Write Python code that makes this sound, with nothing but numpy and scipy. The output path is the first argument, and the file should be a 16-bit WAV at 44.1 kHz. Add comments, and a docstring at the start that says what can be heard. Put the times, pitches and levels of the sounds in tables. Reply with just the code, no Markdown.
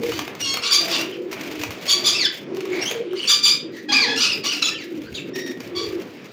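"""Wire cage under a shed roof: pigeons close to a phone. Young birds squeak and whistle in hoarse bursts
(shaky harmonic stacks plus air), adults coo (noise through moving resonances), feet and feathers scuffle in
straw and grit (clumped crackles), claws tick and knock (short noise decays). The shed adds a short tail;
a dull wash of far flock, air and street and low draughts on the phone lie underneath."""
import sys
import numpy as np
from scipy import signal
from scipy.fft import rfft, irfft
from scipy.io import wavfile
from scipy.ndimage import uniform_filter1d

SR = 44100
rng = np.random.default_rng(int(sys.argv[2]) if len(sys.argv) > 2 else 0)


def file_out(sig):
    """Save sig as 16-bit WAV at sys.argv[1]."""
    # one column per channel
    cols = np.atleast_2d(sig).T
    # limit, then scale
    lim = np.clip(cols, -1, 1)
    pcm = np.round(lim * 32767).astype(np.int16)
    wavfile.write(sys.argv[1], SR, pcm)


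def volts_from_db(level):
    """Convert decibel levels to linear amplitude ratios."""
    exponent = np.asarray(level, float) / 20
    return 10 ** exponent


N = 278712

# Adults cooing over each other. Each row: start in seconds, length in seconds, pitch in Hz, level in dB before the fades.
COOS = [(0, 0.1296, 457.2, -28.5), (.04, 0.2474, 306.9, -34.5), (.38, 0.239, 282.7, -43),
        (.5, 0.335, 448.6, -41.5), (.72, 0.37, 331.5, -33.5), (.79, 0.1548, 661.2, -35),
        (1, 0.3955, 358.8, -33), (1.14, 0.1515, 482, -38.5), (1.35, 0.349, 297.7, -34.5),
        (1.46, 0.38, 423.7, -40.5), (1.85, 0.536, 354.2, -38.5), (2.46, 0.416, 356.2, -29),
        (2.89, 0.1933, 448.4, -31), (3.03, 0.206, 355.8, -29.5), (3.58, 0.458, 315.1, -37),
        (3.85, 0.433, 260.2, -34), (3.99, 0.226, 453, -34), (4.25, 0.199, 405, -40),
        (4.44, 0.284, 286.3, -39), (4.78, 0.28, 311.2, -33.5), (5.2, 0.397, 352.4, -35),
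        (5.34, 0.342, 261.9, -39.5), (5.64, 0.431, 343.4, -32.5), (5.73, .3, 406.7, -35.5)]
# Bouts of straw, grit and feathers. Each row: start in seconds, length in seconds, start level in dB, end level in dB,
# both before the common SCUFFLE_GAIN_DB.
SCUFFLES = [(0, .22, -48, -42.5), (.22, .12, -45, -64), (.37, .05, -58, -43), (.8, .25, -45, -38),
            (1.05, .26, -54, -68), (1.315, .1, -43, -52), (1.41, .27, -50, -43), (1.68, .12, -44, -54),
            (1.8, .08, -52, -40), (1.88, .4, -45, -54), (2.31, .08, -55, -46), (2.39, .06, -48, -66),
            (2.55, .39, -61, -47), (2.94, .1, -54, -68), (3.72, .15, -57, -62), (4.16, .26, -46, -54),
            (4.44, .3, -46, -52), (4.75, .55, -57, -63), (5.35, .4, -48, -62), (5.755, .2, -48, -56),
            (5.95, .37, -55, -60)]
SCUFFLE_GAIN_DB = 10
# Spectrum of straw and grit. Each row: frequency in Hz, relative density in dB per Hz.
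STRAW_SPECTRUM = [(290, -52), (500, 0), (783, -5.5), (1190, -13.5), (1500, -7.5), (2290, 2), (4020, -6),
                  (4510, -5), (11900, -16.5), (14800, -10), (15900, -27)]
# Spectrum of far flock, air and street. Each row: frequency in Hz, relative density in dB per Hz.
YARD_SPECTRUM = [(24, -68.5), (40, -66.5), (123, -7), (320, 1.5), (454, -2), (788, -15.5), (1440, -17),
                 (2430, -14.5), (4780, -28), (11500, -47), (13700, -108.5), (14700, -43.5), (15900, -46)]
YARD_DB = -37.5
# How busily the far flock stirs, above the bass only. Each row: time in seconds, lift in dB.
STIR = [(0, -1), (1.05, 8.5), (1.22, -8), (1.35, 5.5), (2.1, 7.5), (2.3, -4.5), (2.95, 8.5), (3.1, -2.5),
        (3.65, -6.5), (4.3, -3.5), (4.9, -6), (5.2, -7), (5.9, 0.5), (6.32, -1)]
# Wing draughts and handling on the phone. Each row: start in seconds, length in seconds, crest level in dB.
BUFFETS = [(0, .3, -27), (.36, .32, -33), (1.28, .14, -40), (1.46, .38, -32), (2.05, .2, -45),
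           (2.62, .25, -46), (4.9, .36, -34), (5.55, .6, -35)]
DRAUGHT_DB = -61  # the air is never quite still
# Spectrum of the draughts. Each row: frequency in Hz, relative level in dB.
DRAUGHT_SPECTRUM = [(20, 11), (70, 1.5), (130, -6), (250, -47.5)]
# Decay of the shed. Each row: frequency in Hz, time to fall 60 dB in seconds.
SHED_DECAY = [(300, 0.133), (2000, 0.434), (5000, 0.2427), (10000, 0.2047)]
# Claws and beaks on grit and brick. Each row: start in seconds, initial crack level in dB, knock relative to crack in dB.
TICKS = [(0.0338, -22, -8.5), (0.1192, -21.5, -4.5), (0.191, -15, -8.5), (0.2782, -23.5, -4),
         (0.3506, -27.5, -4.5), (0.5396, -13, -27.5), (0.5706, -16, -7.5), (1.3284, -22, -9.5),
         (1.6348, -14.5, -6), (1.706, -20, -5), (1.8322, -35, -2.5), (2.5469, -32, -22),
         (2.5687, -27.5, -10), (2.606, -24.5, -14), (2.6537, -27, -6.5), (2.9118, -13, -41.5),
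         (3.132, -34.5, 4.5), (5.0178, -31.5, -44), (5.1268, -33.5, -47.5), (5.3874, -30, -31.5),
         (5.6037, -27, -10), (5.6172, -41, -29), (5.6746, -35, -8.5)]
# Spectrum of the knock. Each row: frequency in Hz, relative level in dB.
KNOCK_SPECTRUM = [(80, -63.5), (200, 2.5), (500, -7), (1200, 8), (2500, -39), (6000, -59.5)]
# Throat and beak response. Each row: frequency in Hz, relative level in dB.
BEAK = [(410, -59), (700, -59.5), (885, -18), (1160, -12), (1860, -18.5), (3480, -3.5), (4020, -5.5),
        (4820, 0), (5420, -10.5), (6510, -13), (10700, -28), (15800, -42)]
# Held squeaks. Each row: voice, start in seconds, length in seconds, pitch in Hz, strongest harmonic in dB
# (before contour and break-up), hoarseness 0-1.
SQUEAKS = [ ("reedy", .11, .14, 1560, -35, .5), ("nasal", .4, .13, 1450, -26.5, .2),
           ("clear", .44, .155, 1088, -23.5, .066), ("reedy", .615, .115, 1460, -27, .6),
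           ("near", .625, .11, 1140, -24, .29), ("near", .7, .17, 1175, -12, .29),
           ("reedy", .885, .16, 1470, -26, .6), ("near", .9, .15, 1150, -26, .45),
           ("near", 1.873, .15, 1145, -16, .32), ("near", 2.035, .18, 1185, -15.5, .39),
           ("far", 2.71, .14, 2250, -34.5, .75), ("thin", 2.85, .09, 3290, -25, .43),
           ("reedy", 3.15, .14, 1190, -39, .62), ("near", 3.27, .15, 1160, -11, .32),
           ("near", 3.425, .165, 1185, -9, .3), ("far", 3.722, .1, 1930, -40, .45),
           ("low", 3.882, .15, 845, -26.5, .36), ("low", 4.055, .115, 850, -25.5, .36),
           ("reedy", 4.155, .16, 1490, -21, .45), ("near", 4.43, .075, 1150, -25, .34),
           ("reedy", 4.437, .18, 1480, -26, .48), ("sharp", 4.615, .032, 1430, -17, .49),
           ("sharp", 4.665, .04, 1340, -23, .53), ("piping", 4.7, .045, 1830, -36, .45),
           ("piping", 5.04, .07, 1520, -44, .48), ("thin", 5.139, .095, 3540, -33, .4),
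           ("piping", 5.33, .19, 1890, -34.5, .3), ("near", 5.746, .18, 1145, -30, .42), ]
# Young birds' voices. Each row: breath in dB, odd harmonics in dB, tilt in dB per octave, scoop as a share of pitch
# (negative starts high), sag as a share of pitch (negative rises), swell in seconds, swell start in dB, fade in dB.
VOICES = { "near": (-5, -2.5, 1, .05, -.03, .04, -8, -24), "clear": (-11, -2, 3.5, -.025, 0, .06, -5, -8),
          "reedy": (-5, -11, .5, .2, .05, .035, -7, -13), "nasal": (-10, -15, 4, .01, .07, .02, -2, -14),
          "sharp": (-10, -5, -2.5, .05, .06, .012, -3, -6), "far": (-7.5, 14, -9, .03, -.02, .06, -4, -2),
          "piping": (-16, 15, -3, .07, .01, .03, -10, -5), "low": (-9.5, -3, -9, .03, .02, .035, -4, -9),
          "thin": (-12, -2, 6.5, .08, -.01, .015, -1, -20), }
SCOOP_S = .015  # time constant of finding the pitch
# Effort in dB above EASY_DB adds tilt; positive effort also thins the breath.
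EASY_DB, BRIGHTEN_DB_PER_OCTAVE_PER_DB, CLEAR_UP_DB_PER_DB = -20, .3, .6
# Hard near squeaks bring in the other side of the syrinx, dropping from a high start to a held note.
HARD_DB = -19
SHRILL_LATE_S, SHRILL_S, SHRILL_DROP_S = .018, .072, .012
SHRILL_START_HZ, SHRILL_HZ = 3850, 3260
SHRILL_DB, SHRILL_FADE_DB = -17, -18
# Shrill voice. Its one row: hoarseness 0-1, breath in dB, odd harmonics in dB, tilt in dB per octave.
SHRILL_VOICE = (.35, -6, 0, 9)
# Sliding whistles. Each row: manner, start in seconds, length in seconds, top pitch in Hz, end pitch in Hz,
# strongest harmonic in dB (before contour and break-up).
WHISTLES = [ ("drop", 1.12, .06, 3410, 2300, -36), ("wail", 2.14, .135, 2680, 1420, -23.5),
            ("hook", 2.805, .045, 2750, 2570, -28), ("swell", 3.1, .18, 3050, 2560, -49),
            ("arch", 3.915, .15, 1240, 870, -14.5), ("climb", 4.2, .085, 1290, 1280, -22),
            ("wail", 4.295, .055, 2850, 2200, -24), ("wail", 4.51, .048, 2750, 2050, -30),
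            ("hook", 4.634, .042, 3440, 2750, -20), ("drop", 4.74, .11, 3500, 1580, -35),
            ("drop", 5.137, .07, 4900, 2050, -31), ]
# Whistle manners. Each row: hoarseness 0-1, breath in dB, odd harmonics in dB, tilt in dB per octave,
# scoop as a share of pitch, share of time rising 0-1, exponent of the fall, level change to the end in dB.
MANNERS = { "arch": (.3, -8, -24, -10.5, .27, .22, 2.2, -5), "wail": (.36, -14, -1, -5.5, .05, .27, .95, 8),
           "climb": (.37, -3, -14, -3, .1, .95, 1.1, 1.5), "hook": (.25, -12, -6, 0, .15, .3, 3.5, 4),
           "swell": (.64, -25, 14, -2, .01, .02, 2.6, 25), "drop": (.5, -12, 10, -8, .01, .02, .7, -7), }
# Microphone port response. Each row: frequency in Hz, gain in dB.
PORT = [(30, -33.5), (110, 2), (7000, -0.5), (7900, -7), (13700, -5.5), (14500, 2.5), (15900, -2.5)]


def evened(x):
    """Scales to rms 1."""
    return x / np.sqrt(np.mean(x ** 2) + 1e-20)


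def read(points, hz):
    """Spectrum at any frequency, straight on a log axis."""
    f, value = np.transpose(points)
    return np.interp(np.log(hz + 1), np.log(f + 1), value)


def add(mix, start_s, sound):
    """Adds a sound into the mix in place."""
    part = mix[max(round(start_s * SR), 0):][:len(sound)]
    part += sound[:len(part)]


def colour(x, points):
    """Filters by a spectrum, then scales to rms 1."""
    gain = volts_from_db(read(points, np.fft.rfftfreq(len(x), 1 / SR)))
    return evened(irfft(rfft(x) * gain, len(x)))


def wander(count, hz, channels=1):
    """Low-passed random drift up to about hz, rms 1."""
    noise = rng.standard_normal((channels, count))
    drift = signal.lfilter([1], [1, -np.exp(-2 * np.pi * hz / SR)], noise)
    return evened(drift.squeeze())


def resonate(x, hz, width_hz):
    """Moving resonance: shifts the curve hz to zero, smooths, shifts back."""
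    turn = np.exp(2j * np.pi * np.cumsum(hz) / SR)
    r = np.exp(-np.pi * width_hz / SR)
    return 2 * (turn * signal.lfilter([1 - r], [1, -r], x / turn)).real


def coo():
    """A swollen crop hums: noise through two narrow resonances wavers and throbs on an arching, sagging pitch."""
    out = np.zeros(N)
    for start_s, length_s, hz, db in COOS:
        u = np.linspace(0, 1, round(length_s * SR))
        pitch_hz = hz * (1 + 0.0455 * np.sin(np.pi * u) - 0.0455 * u)
        hum = resonate(rng.standard_normal(len(u)), pitch_hz, width_hz=46.2)
        hum = resonate(hum, pitch_hz, width_hz=74.7)
        add(out, start_s, volts_from_db(db) * evened(hum) * signal.windows.tukey(len(u), .45))
    return out


def scuffle():
    """Straw crackles in clumped snaps with 10 ms decays, over a soft brush of feathers."""
    t = np.arange(N) / SR
    level = np.zeros(N)
    for start_s, length_s, start_db, end_db in SCUFFLES:
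        level += volts_from_db(np.interp(t, [start_s, start_s + length_s], [start_db, end_db], -120, -120))
    clumps = volts_from_db(4.8 * uniform_filter1d(wander(N, hz=24.84), size=200))
    heights = volts_from_db(4.5 * np.minimum(rng.exponential(1, N), 4))
    snaps = heights * (rng.random(N) < 150 * clumps / SR)  # 150 a second times clumps
    bursts = signal.lfilter([1], [1, -np.exp(-1 / (0.01 * SR))], snaps)
    brush = volts_from_db(-11) * np.sqrt(clumps)
    mix = (evened(bursts) + brush) * rng.standard_normal(N)
    return volts_from_db(SCUFFLE_GAIN_DB) * uniform_filter1d(level, size=300) * colour(mix, STRAW_SPECTRUM)


def yard():
    """Far flock, air and street: shaped noise whose level drifts in patches of pitch and time."""
    frames, hz = N // 256 + 5, np.fft.rfftfreq(1024, 1 / SR)
    real, imag, patches = rng.standard_normal((frames, 513, 3)).T
    patches = uniform_filter1d(patches, size=40, axis=0)
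    patches = evened(uniform_filter1d(patches, size=24, axis=1))
    stir_db = np.interp(np.arange(frames) * 256 / SR, *np.transpose(STIR))
    stir_db = np.outer(hz > 600, stir_db)
    z = (real + 1j * imag) * volts_from_db(read(YARD_SPECTRUM, hz)[:, None] + 2.51 * patches + stir_db)
    wash = signal.istft(z, nperseg=1024, noverlap=768)[1][:N]
    return volts_from_db(YARD_DB) * evened(wash)


def buffet():
    """Lumpy low air pressure on the diaphragm, each draught swelling and dying."""
    level = np.full(N, volts_from_db(DRAUGHT_DB))
    for start_s, length_s, db in BUFFETS:
        add(level, start_s, volts_from_db(db) * np.hanning(round(length_s * SR)))
    lumps = volts_from_db(4 * uniform_filter1d(wander(N, hz=9.6), size=800)) * rng.standard_normal(N)
    return level * colour(lumps, DRAUGHT_SPECTRUM)


def shed(x):
    """Sparse echoes of random sign, each band dying at its own speed."""
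    taps = np.zeros(SR // 2)
    at = np.arange(200, SR // 2 - 20, 20)  # one echo per 20 samples
    taps[at + rng.integers(0, 20, len(at))] = rng.choice([-1., 1.], len(at))
    hz, t, z = signal.stft(taps, SR, nperseg=256)
    decay = volts_from_db(-60 * t / read(SHED_DECAY, hz)[:, None])
    tail = signal.istft(z * decay, SR, nperseg=256)[1]
    return signal.fftconvolve(x, tail / np.linalg.norm(tail))[:N]


def ticks():
    """A short crack of grit over a duller, longer knock, both decaying noise."""
    out, t = np.zeros(N), np.arange(1500) / SR
    grit = colour(rng.standard_normal(N), STRAW_SPECTRUM)
    wood = colour(rng.standard_normal(N), KNOCK_SPECTRUM)
    for start_s, db, knock_db in TICKS:
        at = slice(round(start_s * SR), round(start_s * SR) + len(t))
        crack = grit[at] * volts_from_db(-60 * t / .02)  # 60 dB in 20 ms
        knock = volts_from_db(knock_db) * wood[at] * volts_from_db(-60 * t / .03)
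        add(out, start_s, volts_from_db(db) * (crack + knock) * np.minimum(1, t / 0.001087))
    return out


def breath():
    """Air through the beak: noise in ragged patches of pitch and time."""
    _, _, z = signal.stft(rng.standard_normal(N), SR, nperseg=256)
    patches = uniform_filter1d(rng.standard_normal(z.shape), size=4, axis=0)
    patches = evened(uniform_filter1d(patches, size=5, axis=1))
    air = signal.istft(z * volts_from_db(4 * patches), SR, nperseg=256)[1][:N]
    return colour(air, BEAK)


def squeak(hoarse, breath_db, odd_db, tilt_db, rows, air):
    """A small syrinx: a shaky harmonic stack and a rush of air, through throat and beak."""
    s, *columns = np.transpose(rows)
    t = np.arange(s[0], s[-1], 1 / SR)
    hz, db = (np.interp(t, s, c) for c in columns)
    hoarse = np.clip(hoarse, 0, 1)
    # the membranes slip in pitch, fast and slow
    slip = 0.0602 * wander(len(t), hz=143.6)
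    slip += 0.03987 * uniform_filter1d(wander(len(t), hz=29.33), size=150)
    turns = np.cumsum(hz * (1 + hoarse * slip)) / SR
    k = np.arange(1, 19)[:, None]  # harmonic number
    heights = volts_from_db(read(BEAK, k * hz) + odd_db * (k % 2) + tilt_db * np.log2(k))
    heights = heights * (k * hz < SR / 2.7)
    # each harmonic breaks up by itself
    breaks = uniform_filter1d(wander(len(t), hz=45, channels=len(k)), size=150)
    heights = heights / heights.max(0) * volts_from_db(14 * hoarse * np.minimum(breaks, 1))
    waves = np.cos(2 * np.pi * (k * turns + rng.random(k.shape)))
    stack = (heights * waves).sum(0) * np.sqrt(2)
    flutter = np.tanh(1 + 1.157 * hoarse * wander(len(t), hz=87.5))  # the whole stack falters
    fade = np.minimum(1, np.minimum((t - t[0]) / .011, (t[-1] - t) / .018))
    rush = volts_from_db(breath_db) * air[round(s[0] * SR):][:len(t)]
    return s[0], volts_from_db(db) * fade * (stack * flutter + rush)


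def held(voice, start_s, length_s, hz, db, hoarse):
    """Scoops to pitch while swelling, then drifts and fades; harder squeaks are brighter and less breathy."""
    breath_db, odd_db, tilt_db, scoop, sag, swell_s, swell_db, fade_db = VOICES[voice]
    t = np.linspace(0, length_s, 24)
    pitch_hz = hz * (1 - scoop * np.exp(-t / SCOOP_S) - sag * t / length_s)
    swell_s = min(swell_s, length_s / 2)
    swell = np.maximum(1 - t / swell_s, 0)
    fade = np.maximum((t - swell_s) / (length_s - swell_s), 0) ** 1.5
    level_db = db + swell_db * swell + fade_db * fade
    effort_db = db - EASY_DB
    breath_db = breath_db - CLEAR_UP_DB_PER_DB * max(effort_db, 0)
    tilt_db = tilt_db + BRIGHTEN_DB_PER_OCTAVE_PER_DB * effort_db
    return hoarse, breath_db, odd_db, tilt_db, np.transpose([start_s + t, pitch_hz, level_db])


def shrill(start_s):
    """Second side of the syrinx in a hard squeak: drops to a held note and fades."""
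    t = np.linspace(0, SHRILL_S, 16)
    drop = np.exp(-(t / SHRILL_DROP_S) ** 2 / 2)
    pitch_hz = SHRILL_HZ + (SHRILL_START_HZ - SHRILL_HZ) * drop
    level_db = SHRILL_DB + SHRILL_FADE_DB * (t / SHRILL_S) ** 2
    return *SHRILL_VOICE, np.transpose([start_s + SHRILL_LATE_S + t, pitch_hz, level_db])


def whistle(manner, start_s, length_s, top_hz, end_hz, db):
    """A syrinx glide: climbs to its top, then slides down."""
    *voice, scoop, rising, bend, fade_db = MANNERS[manner]
    u = np.linspace(0, 1, 24)
    climb = np.maximum(1 - u / rising, 0)
    fall = np.maximum((u - rising) / (1 - rising), 0)
    pitch_hz = top_hz * (1 - scoop * climb ** 2) - (top_hz - end_hz) * fall ** bend
    return *voice, np.transpose([start_s + u * length_s, pitch_hz, db + fade_db * u])


def scene():
    """Young birds, ticks and coos ring in the shed; scuffle, yard and buffet get no added tail."""
    young, air = np.zeros(N), breath()
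    calls = [held(*row) for row in SQUEAKS] + [whistle(*row) for row in WHISTLES]
    calls += [shrill(s) for voice, s, _, _, db, _ in SQUEAKS if voice == "near" and db > HARD_DB]
    for call in calls:
        add(young, *squeak(*call, air))
    hits, adults = ticks(), coo()
    wet = shed(volts_from_db(-4.5) * young + volts_from_db(-5) * hits + volts_from_db(-7.5) * adults)
    return (young + hits + adults + wet + scuffle() + yard() + buffet())[None]


def low_pass(x):
    """Removes everything above the highest recorded frequency."""
    return signal.sosfilt(signal.butter(12, 16920, fs=SR, output="sos"), x)


def record(dry):
    """Port colour, gain control that ducks at loud sounds and recovers slowly, rounded peaks."""
    x = irfft(rfft(dry) * volts_from_db(read(PORT, np.fft.rfftfreq(N, 1 / SR))), N)
    power_db = 10 * np.log10(abs(uniform_filter1d(x[0] ** 2, size=900)) + 1e-12)
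    fall_db = np.arange(N) * 26.7 / SR  # recovery in dB a second
    held_db = np.maximum.accumulate(power_db + fall_db) - fall_db
    over_db = np.maximum(held_db + 17.5, 0)  # threshold -17.5 dB
    ducked = x / volts_from_db(0.316 * uniform_filter1d(over_db, size=400))
    soft = .85 * np.tanh(ducked / .85)
    return low_pass(soft)


dry = scene()
out = record(dry)
file_out(out)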